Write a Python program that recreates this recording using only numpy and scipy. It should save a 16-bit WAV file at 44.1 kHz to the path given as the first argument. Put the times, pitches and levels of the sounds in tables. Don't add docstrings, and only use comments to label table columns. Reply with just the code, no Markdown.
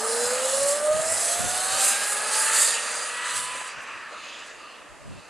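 import sys
import numpy as np
from scipy import signal
from scipy.fft import rfft, irfft
from scipy.io import wavfile
from scipy.ndimage import uniform_filter1d, map_coordinates

SR = 44100
rng = np.random.default_rng(int(sys.argv[2]) if len(sys.argv) > 2 else 0)


def inscribe(sig):
    pcm = np.round(np.clip(np.atleast_2d(sig).T, -1, 1) * 32767)
    wavfile.write(sys.argv[1], SR, pcm.astype(np.int16))


N = 233476
T = np.arange(N) / SR
HZ = np.fft.rfftfreq(N, 1 / SR)

# frequency in Hz, relative spectral density in dB.
AIR_SPECTRUM = [(20, -13), (100, -13), (300, 2), (600, 0.5), (1200, -2), (2500, -16.5), (5000, -10),
                (8000, -13.5), (9500, -11.5), (12500, -29), (14000, -50.5)]
EDDY_SPECTRUM = [(15, -30), (45, 0.5), (90, 3), (170, 0.5), (270, -7.5), (500, -18), (4000, -95)]
BODY_SPECTRUM = [(40, -52), (190, -23), (228, -4), (280, -16), (390, -13.5), (460, -0.5), (530, 2),
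                 (600, 6.5), (690, 0.5), (800, 0.5), (1000, -4.5), (4000, -73)]
ROAR_NEAR_SPECTRUM = [(60, -60), (400, -54), (700, -25), (900, -5), (1050, -6.5), (1230, 3.5), (1450, -2),
                      (1700, 1), (2000, -3), (2280, -10), (7000, -87)]
ROAR_FAR_SPECTRUM = [(60, -56), (750, -26), (880, -8.5), (1200, 0), (1500, -6), (1770, -2), (2050, -7.5),
                     (2300, -14), (7000, -90)]
RASP_SPECTRUM = [(600, -31), (2280, -4), (2620, 2.5), (2850, -2), (3150, -7), (3600, -10.5), (9000, -96)]
SIZZLE_NEAR_SPECTRUM = [(3500, -39), (5400, -11.5), (6500, -9.5), (7500, 0.5), (8500, -1.5), (9700, 1),
                        (11800, -14), (12800, -19), (14800, -39)]
SIZZLE_FAR_SPECTRUM = [(3500, -42), (5400, -22), (6500, -5.5), (7600, -1.5), (8500, -2), (9400, 0.5),
                       (10300, -6), (11800, -18.5), (13300, -28), (14200, -55)]
LINK_SPECTRUM = [(600, -80), (2900, -2.5), (3400, -4.5), (4100, 0.5), (5000, -2), (6300, -2), (8200, -2.5),
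                 (13000, -80)]

# time in seconds, relative level in dB.
BREEZE_LEVEL = [(0, -63.5), (1.2, -53), (2.6, -65.5), (4.3, -71.5), (5.3, -64)]
BODY_LEVEL = [(0, -35.5), (1.2, -38.5), (2.2, -38.5), (2.6, -42.5), (3.1, -44.5), (3.7, -52.5), (4.6, -56),
              (5.3, -56.5)]
CHAIN_LEVEL = [(0, -39), (.16, -34), (.33, -36), (.4, -36.5), (.48, -35), (.72, -35), (.82, -40.5),
               (.95, -39.5), (1.1, -35), (1.29, -31), (1.42, -34.5), (1.56, -34), (1.72, -33.5),
               (1.85, -31), (2, -33), (2.15, -37.5), (2.25, -37.5), (2.35, -32.5), (2.46, -33.5),
               (2.52, -34), (2.58, -30.5), (2.68, -30.5), (2.78, -35.5), (2.9, -38.5), (3.2, -43),
               (3.31, -37), (3.5, -43.5), (3.69, -44), (3.77, -51.5), (4.07, -55.5), (4.25, -48),
               (4.35, -50), (4.48, -50.5), (4.65, -57.5), (4.98, -64), (5.2, -58.5)]
FUNDAMENTAL_LEVEL = [(0, -37.5), (.1, -31.5), (.21, -28.5), (.28, -31), (.33, -27.5), (.38, -33),
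                     (.45, -27.5), (.515, -36), (.535, -26.5), (.575, -29), (.615, -24.5), (.7, -25.5),
                     (.81, -32), (.865, -22.5), (.9, -19), (.95, -26), (.99, -27), (1.02, -29),
                     (1.125, -32.5), (1.145, -41.5), (1.25, -40), (1.3, -36), (1.47, -34.5), (1.75, -39.5),
                     (1.83, -35), (2.04, -48.5), (2.15, -43), (2.23, -49), (2.28, -42), (2.4, -37.5),
                     (2.6, -43), (2.72, -53), (3.1, -55), (3.27, -41), (3.4, -41.5), (3.66, -42.5),
                     (3.76, -63)]
OCTAVE_LEVEL = [(0, -46), (.5, -52), (.65, -40.5), (.76, -42), (.8, -42), (.93, -36.5), (1.04, -42),
                (1.2, -67), (1.42, -41), (1.8, -43.5), (1.98, -35.5), (2.32, -46.5), (2.48, -38),
                (2.67, -35.5), (2.82, -43), (2.96, -49), (3.22, -40.5), (3.7, -60)]
# time in seconds, tread level in dB, offset of the rasp in dB.
TYRE_LEVELS = [(0, -38, -18), (.38, -34.5, -6.5), (.9, -37.5, -12), (1.25, -35.5, -7), (1.57, -34.5, -8.5),
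               (1.85, -33.5, -3.5), (1.98, -32.5, -5.5), (2.25, -32, -8), (2.41, -32, -5),
               (2.52, -28.5, -3), (2.65, -31.5, -5.5), (2.77, -33.5, -4.5), (2.97, -35, -5),
               (3.27, -32.5, -6.5), (3.52, -38, -1.5), (3.78, -40.5, -4), (3.9, -37, -10),
               (4.08, -40.5, -6), (4.33, -43, 1.5), (4.52, -47.5, -3.5), (4.78, -46.5, -6),
               (4.9, -48.5, -9), (5.2, -55.5, 0)]

# centre in seconds, half width in seconds, level in dB, tilt in dB per octave.
GUST_EVENTS = [(.265, 0.022, -47, -2), (.62, .03, -47, -2), (.912, 0.0082, -42, 2), (.955, 0.016, -34, 3),
               (1.002, 0.01, -35, 2), (1.11, 0.064, -45, -3), (1.403, 0.011, -29, 1),
               (1.448, 0.018, -32, 2), (1.51, .06, -42, -2), (1.74, .025, -42, -1), (2.555, .015, -51, 0),
               (3.365, .025, -46, -3), (3.48, .1, -52, 1), (3.78, 0.021, -50, 2), (3.96, .015, -52, 0),
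               (4.92, 0.029, -51, -6), (5.11, 0.067, -39, 1), (5.185, .02, -52, 3)]
# start in seconds, peak in dB.
CASE_CLICKS = [(1.564, -25), (3.601, -30), (3.6138, -18)]
# frequency in Hz, relative level in dB, time to fall 60 dB in seconds.
CASE_MODES = [(900, -6, .02), (1270, 0, .012), (1700, -4, .008), (2750, -2, .006)]
# start in seconds, peak in dB, pitch in Hz, width in Hz, length in seconds.
CHASSIS_KNOCKS = [(3.548, -36.5, 580, 150, 0.0077), (4.105, -37, 607, 200, 0.028)]
# centre and half width in seconds, pitch and half bandwidth in Hz, level in dB.
TYRE_SCRUBS = [(.06, 0.055, 1234, 90, -35.5), (.12, 0.25, 1590, 100, -44), (.38, 0.14, 1250, 110, -40),
               (2.77, 0.031, 2740, 300, -32.5), (3.79, 0.049, 1550, 220, -41),
               (3.91, 0.075, 2540, 250, -41), (3.93, 0.066, 1150, 160, -47), (4.16, 0.077, 1290, 130, -43),
               (4.27, .11, 2680, 160, -51), (4.65, 0.057, 1200, 90, -48), (4.68, 0.12, 2760, 170, -54),
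               (5.2, 0.12, 2650, 170, -56.5)]
# centre in seconds, half width in seconds, gain in dB.
SIZZLE_FLARES = [(.7, 0.034, 4), (1.12, 0.024, 4), (1.24, .04, 0.5), (1.63, 0.032, 1), (1.875, 0.06, 6.5),
                 (2.11, 0.057, 5), (2.42, 0.083, 4.5), (2.609, 0.079, 6.5), (3.39, 0.079, 6.5),
                 (3.83, 0.02, 10.5), (4.47, .015, 9)]

# centre in Hz, width in Hz, gain in dB.
ROLLER_RESONANCES = [(6430, 250, 5), (6580, 180, -4), (7900, 250, 2), (9480, 120, 3)]
LINK_FRONT_RESONANCES = [(3560, 140, 4.5), (3680, 190, -5.5), (4080, 200, 3), (5130, 79, 11.5),
                         (5570, 200, 4.5), (6480, 220, 6)]
LINK_BACK_RESONANCES = [(3670, 280, 1.7), (4620, 130, 3.5), (4996, 160, 7)]
HOUSING_HOLLOWS = [(6070, 190, -3), (8670, 140, -1.5), (9400, 260, 0)]
# frequency in Hz, gain in dB.
HUM_RADIATION = [(215, -10), (236, -8), (265, -18), (305, -11), (385, -14.5), (420, -4.5), (470, 1.5),
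                 (520, 2.5)]
# multiple of the tooth rate, level in dB, centre and half width in
# seconds.
PARTIAL_SWELLS = [(1.5, -41, 1.7, .15), (1.5, -40, 2.43, 0.26), (1.867, -39, 2.42, .1),
                  (2.667, -43, 0.09, 0.14), (3, -42, 0.29, 0.066), (3, -42.5, 1.14, 0.062),
                  (3, -47, 3.41, .2), (3.267, -46, .22, .06), (4, -44, 1.78, 0.11), (5, -49, 1.38, 0.11),
                  (5, -44, 1.84, 0.28), (5, -40, 2.626, .14), (5, -46.5, 2.95, 0.16),
                  (6, -42, 1.75, 0.094), (6, -49, 1.97, 0.24)]

# time in seconds, centre in Hz.
NOTCH_PATH = [(0, 5360), (1.6, 5500), (2.7, 5360), (3.6, 5320), (4.3, 5430)]
# frequency in Hz, left over right in dB.
PORT_BALANCE = [(60, -1), (280, -1), (400, -2), (900, -1.3), (1200, -.2), (2600, -.3), (3400, -3.3),
                (4100, -1.5), (5100, -4.3), (5700, -.2), (7000, -2), (9200, -3), (9900, .8), (14000, 0)]
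# frequency in Hz, lead of the left in radians.
PORT_LEAD = [(250, 0), (420, .22), (1000, .13), (1300, 0), (4900, 0), (5350, .24), (5800, 0), (8000, .18),
             (9650, .72), (10900, .55), (11700, .28), (12500, .32), (14600, 0)]

AXLE_TEETH = 44
GONE_BY_S = 2.94


def gain_of(db):
    return 10 ** (np.asarray(db) / 20)


def unit_rms(x):
    return x / np.sqrt(np.mean(x ** 2) + 1e-20)


def envelopes(rows):
    times, *columns = np.transpose(rows)
    return [np.interp(T, times, column) for column in columns]


def response(rows):
    hz, values = np.transpose(rows)
    return np.interp(np.log(HZ + 1), np.log(hz + 1), values)


def resonances(rows):
    return gain_of(sum(db / (1 + (2 * (HZ - hz) / width) ** 2) for hz, width, db in rows))


def swell(centre_s, half_width_s):
    return np.exp(-((T - centre_s) / half_width_s) ** 2)


def waver(rate_hz):
    return unit_rms(irfft(rfft(rng.standard_normal(N)) * np.exp(-(HZ / rate_hz) ** 2), N))


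def coloured(pair, spectrum, coherence, peaks=1):
    left, other = rfft(pair)
    right = coherence * left + np.sqrt(1 - coherence ** 2) * other
    return unit_rms(irfft(np.array([left, right]) * gain_of(response(spectrum)) * peaks, N))


def noise(spectrum, coherence):
    return coloured(rng.standard_normal((2, N)), spectrum, coherence)


def turning(front, back, middle_s, length_s):
    away = np.clip(.5 + (T - middle_s) / length_s, 0, 1)
    return np.sqrt(1 - away) * front + np.sqrt(away) * back


def scintillation(x, near_db, far_db, bins, frames):
    _, times, spectra = signal.stft(x, SR, nperseg=1024, noverlap=768)
    patches = rng.standard_normal(spectra.shape[1:])
    for _ in range(2):
        patches = uniform_filter1d(patches, bins, axis=0)
        patches = uniform_filter1d(patches, frames, axis=1)
    depth_db = np.interp(times, [2.5, 4], [near_db, far_db])
    spectra *= gain_of(depth_db * unit_rms(patches))
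    return signal.istft(spectra, SR, nperseg=1024, noverlap=768)[1][:, :N]


def housing_notch(x, depth_db=-7.5, width_hz=260):
    hz, times, spectra = signal.stft(x, SR, nperseg=1024, noverlap=768)
    centre_hz = np.interp(times, *np.transpose(NOTCH_PATH))
    detuning = 2 * (hz[:, None] - centre_hz) / width_hz
    spectra *= gain_of(depth_db / (1 + detuning ** 2))
    return signal.istft(spectra, SR, nperseg=1024, noverlap=768)[1][:, :N]


def air():
    return gain_of(-51.5) * noise(AIR_SPECTRUM, coherence=.5)


def wind(breeze_lumps_db=4, gust_lumps_db=1.5, pivot_hz=110):
    eddies = noise(EDDY_SPECTRUM, coherence=-.85)
    out = gain_of(envelopes(BREEZE_LEVEL)[0] + breeze_lumps_db * waver(30)) * eddies
    spectrum = rfft(eddies)
    lumps = gain_of(gust_lumps_db * waver(30))
    octaves = np.log2(np.clip(HZ / pivot_hz, 1 / 4, 4))
    for centre_s, half_width_s, db, tilt_db in GUST_EVENTS:
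        shape = swell(centre_s, half_width_s)
        gust = shape * lumps * irfft(spectrum * gain_of(tilt_db * octaves), N)
        out += gain_of(db) * unit_rms(gust) * np.sqrt(np.mean(shape ** 2))
    return out


def case_clicks(attack_s=.00041):
    out = np.zeros((2, N))
    for start_s, db in CASE_CLICKS:
        age = np.maximum(T - start_s, 0)
        ring = np.zeros((2, N))
        for hz, mode_db, t60 in CASE_MODES:
            phase = rng.uniform(-1.2, 1.5, (2, 1))
            ring += gain_of(mode_db - 60 * age / t60) * np.sin(2 * np.pi * hz * age + phase)
        ring *= np.minimum(age / attack_s, 1)
        out += gain_of(db) * ring / abs(ring).max()
    return out


def chassis_knocks():
    out = np.zeros(N)
    for start_s, db, hz, width_hz, length_s in CHASSIS_KNOCKS:
        progress = np.maximum(T - start_s, 0) / length_s
        burst = progress * np.exp(-2 * progress) * rng.standard_normal(N)
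        resonance = 1 / (1 + 2j * (HZ - hz) / width_hz)
        ring = irfft(rfft(burst) * resonance ** 2 * HZ / (HZ + hz), N)
        out += gain_of(db) * ring / abs(ring).max()
    return out


def tyre_scrubs():
    out = np.zeros(N)
    for centre_s, half_width_s, hz, half_band_hz, db in TYRE_SCRUBS:
        resonance = 1 / (1 + 1j * (HZ - hz) / half_band_hz)
        band = irfft(rfft(rng.standard_normal(N)) * resonance ** 2, N)
        out += gain_of(db) * swell(centre_s, half_width_s) * unit_rms(band)
    return out


def tyres(roar_db=-1, grain_db=.5):
    tread_db, rasp_db = envelopes(TYRE_LEVELS)
    near, far = noise(ROAR_NEAR_SPECTRUM, 1), noise(ROAR_FAR_SPECTRUM, .98)
    roar = turning(near, far, middle_s=3.62, length_s=1.2)
    rasp = turning(noise(RASP_SPECTRUM, 1), noise(RASP_SPECTRUM, .98), middle_s=2.85, length_s=1.1)
    tread = gain_of(tread_db) * (gain_of(roar_db) * roar + gain_of(rasp_db) * rasp)
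    drumming = gain_of(envelopes(BODY_LEVEL)[0]) * noise(BODY_SPECTRUM, .98)
    return (tread + drumming) * gain_of(grain_db * waver(49))


def slack(lift_s=3.71, length_s=.079):
    return np.clip(.5 + (T - lift_s) / length_s, 0, 1)


def tooth_rate(start_hz=436.5, climb_hz_per_s=193.9, top_hz=1154.3, knee=3.276):
    climb = climb_hz_per_s * T
    hz = start_hz + climb / (1 + (climb / (top_hz - start_hz)) ** knee) ** (1 / knee)
    tremble = 1 + .0011 * waver(18)
    return hz * (1 - .04 * slack()) * tremble


def drifting(x, sag=.018):
    speed = 1 - sag * np.minimum(T / GONE_BY_S, 1) + .004 * waver(4)
    return np.array([map_coordinates(side, [np.cumsum(speed)], order=3, mode="mirror") for side in x])


def chain(teeth, decay_teeth=.58, flutter_db=.9, slack_db=-10.5, dulling_db_per_s=5):
    force_db = -rng.standard_normal(N)[teeth.astype(int)]
    strikes = 2 * gain_of(force_db) * np.exp(-(teeth % 1) / decay_teeth)
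    tension = gain_of(flutter_db * waver(31))

    def struck(spectrum, peaks, rubbing):
        excitation = (rubbing + strikes) * tension * rng.standard_normal((2, N))
        return drifting(coloured(excitation, spectrum, coherence=.98, peaks=resonances(peaks)))

    near = struck(SIZZLE_NEAR_SPECTRUM, ROLLER_RESONANCES, rubbing=.87)
    far = struck(SIZZLE_FAR_SPECTRUM, ROLLER_RESONANCES, rubbing=.87)
    sizzle = turning(near, far, middle_s=2.52, length_s=.55)
    flare_db = sum(db * swell(centre_s, half_width_s) for centre_s, half_width_s, db in SIZZLE_FLARES)
    fizz = irfft(rfft(sizzle) * np.interp(HZ, [10000, 11500], [0, 1]), N)
    sizzle += fizz * (gain_of(.57 * flare_db - 1.5) - 1)
    absorption_db = dulling_db_per_s * np.maximum(T - GONE_BY_S, 0)
    sizzle *= gain_of(5.5 + flare_db + slack_db * slack() - absorption_db)
    front = struck(LINK_SPECTRUM, LINK_FRONT_RESONANCES, rubbing=2.1)
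    back = struck(LINK_SPECTRUM, LINK_BACK_RESONANCES, rubbing=2.1)
    ring = gain_of(1.2) * turning(front, back, middle_s=1.69, length_s=1.46)
    return gain_of(envelopes(CHAIN_LEVEL)[0]) * (sizzle + ring)


def whine(tooth_hz, teeth, slack_db=-16, throb_depth=.14):
    scatter = np.interp(T, [1, 2], [.11, .21])
    lash = np.interp(T, [1, 2], [.015, .045]) * waver(22)

    def partial(multiple, db):
        shake = 1 + scatter * max(multiple, 1) ** .7 * (waver(49) + 1j * waver(40))
        cycles = multiple * (teeth + lash) + rng.random()
        return np.sqrt(2) * gain_of(db) * (shake * np.exp(2j * np.pi * cycles)).real

    tone = partial(1, envelopes(FUNDAMENTAL_LEVEL)[0]) + partial(2, envelopes(OCTAVE_LEVEL)[0])
    radiation_db = np.interp(tooth_hz / 2, HZ, response(HUM_RADIATION))
    tone += partial(.5, envelopes(BODY_LEVEL)[0] - 8.5 + radiation_db)
    for multiple, db, centre_s, half_width_s in PARTIAL_SWELLS:
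        tone += swell(centre_s, half_width_s) * partial(multiple, db + waver(3.8))
    throb = 1 + throb_depth * np.cos(2 * np.pi * 2 * teeth / AXLE_TEETH)
    return gain_of(slack_db * slack()) * tone * throb


def scene():
    tooth_hz = tooth_rate()
    teeth = np.cumsum(tooth_hz) / SR
    links = scintillation(chain(teeth), near_db=1.9, far_db=1.9, bins=3, frames=18)
    kart = whine(tooth_hz, teeth)
    kart = kart + scintillation(links + tyres(), near_db=1, far_db=2, bins=19, frames=26)
    return kart + tyre_scrubs() + chassis_knocks() + wind() + case_clicks() + air()


def record(dry):
    port = gain_of(response(PORT_BALANCE) / 2) * np.exp(1j * response(PORT_LEAD) / 2)
    spectrum = rfft(housing_notch(dry)) * resonances(HOUSING_HOLLOWS)
    heard = irfft(spectrum * np.array([port, 1 / port]), N)
    low_pass = signal.firwin(511, 14900, window=("kaiser", 9), fs=SR)
    return signal.oaconvolve(heard, low_pass[None], "same")


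dry = scene()
out = record(dry)
inscribe(out)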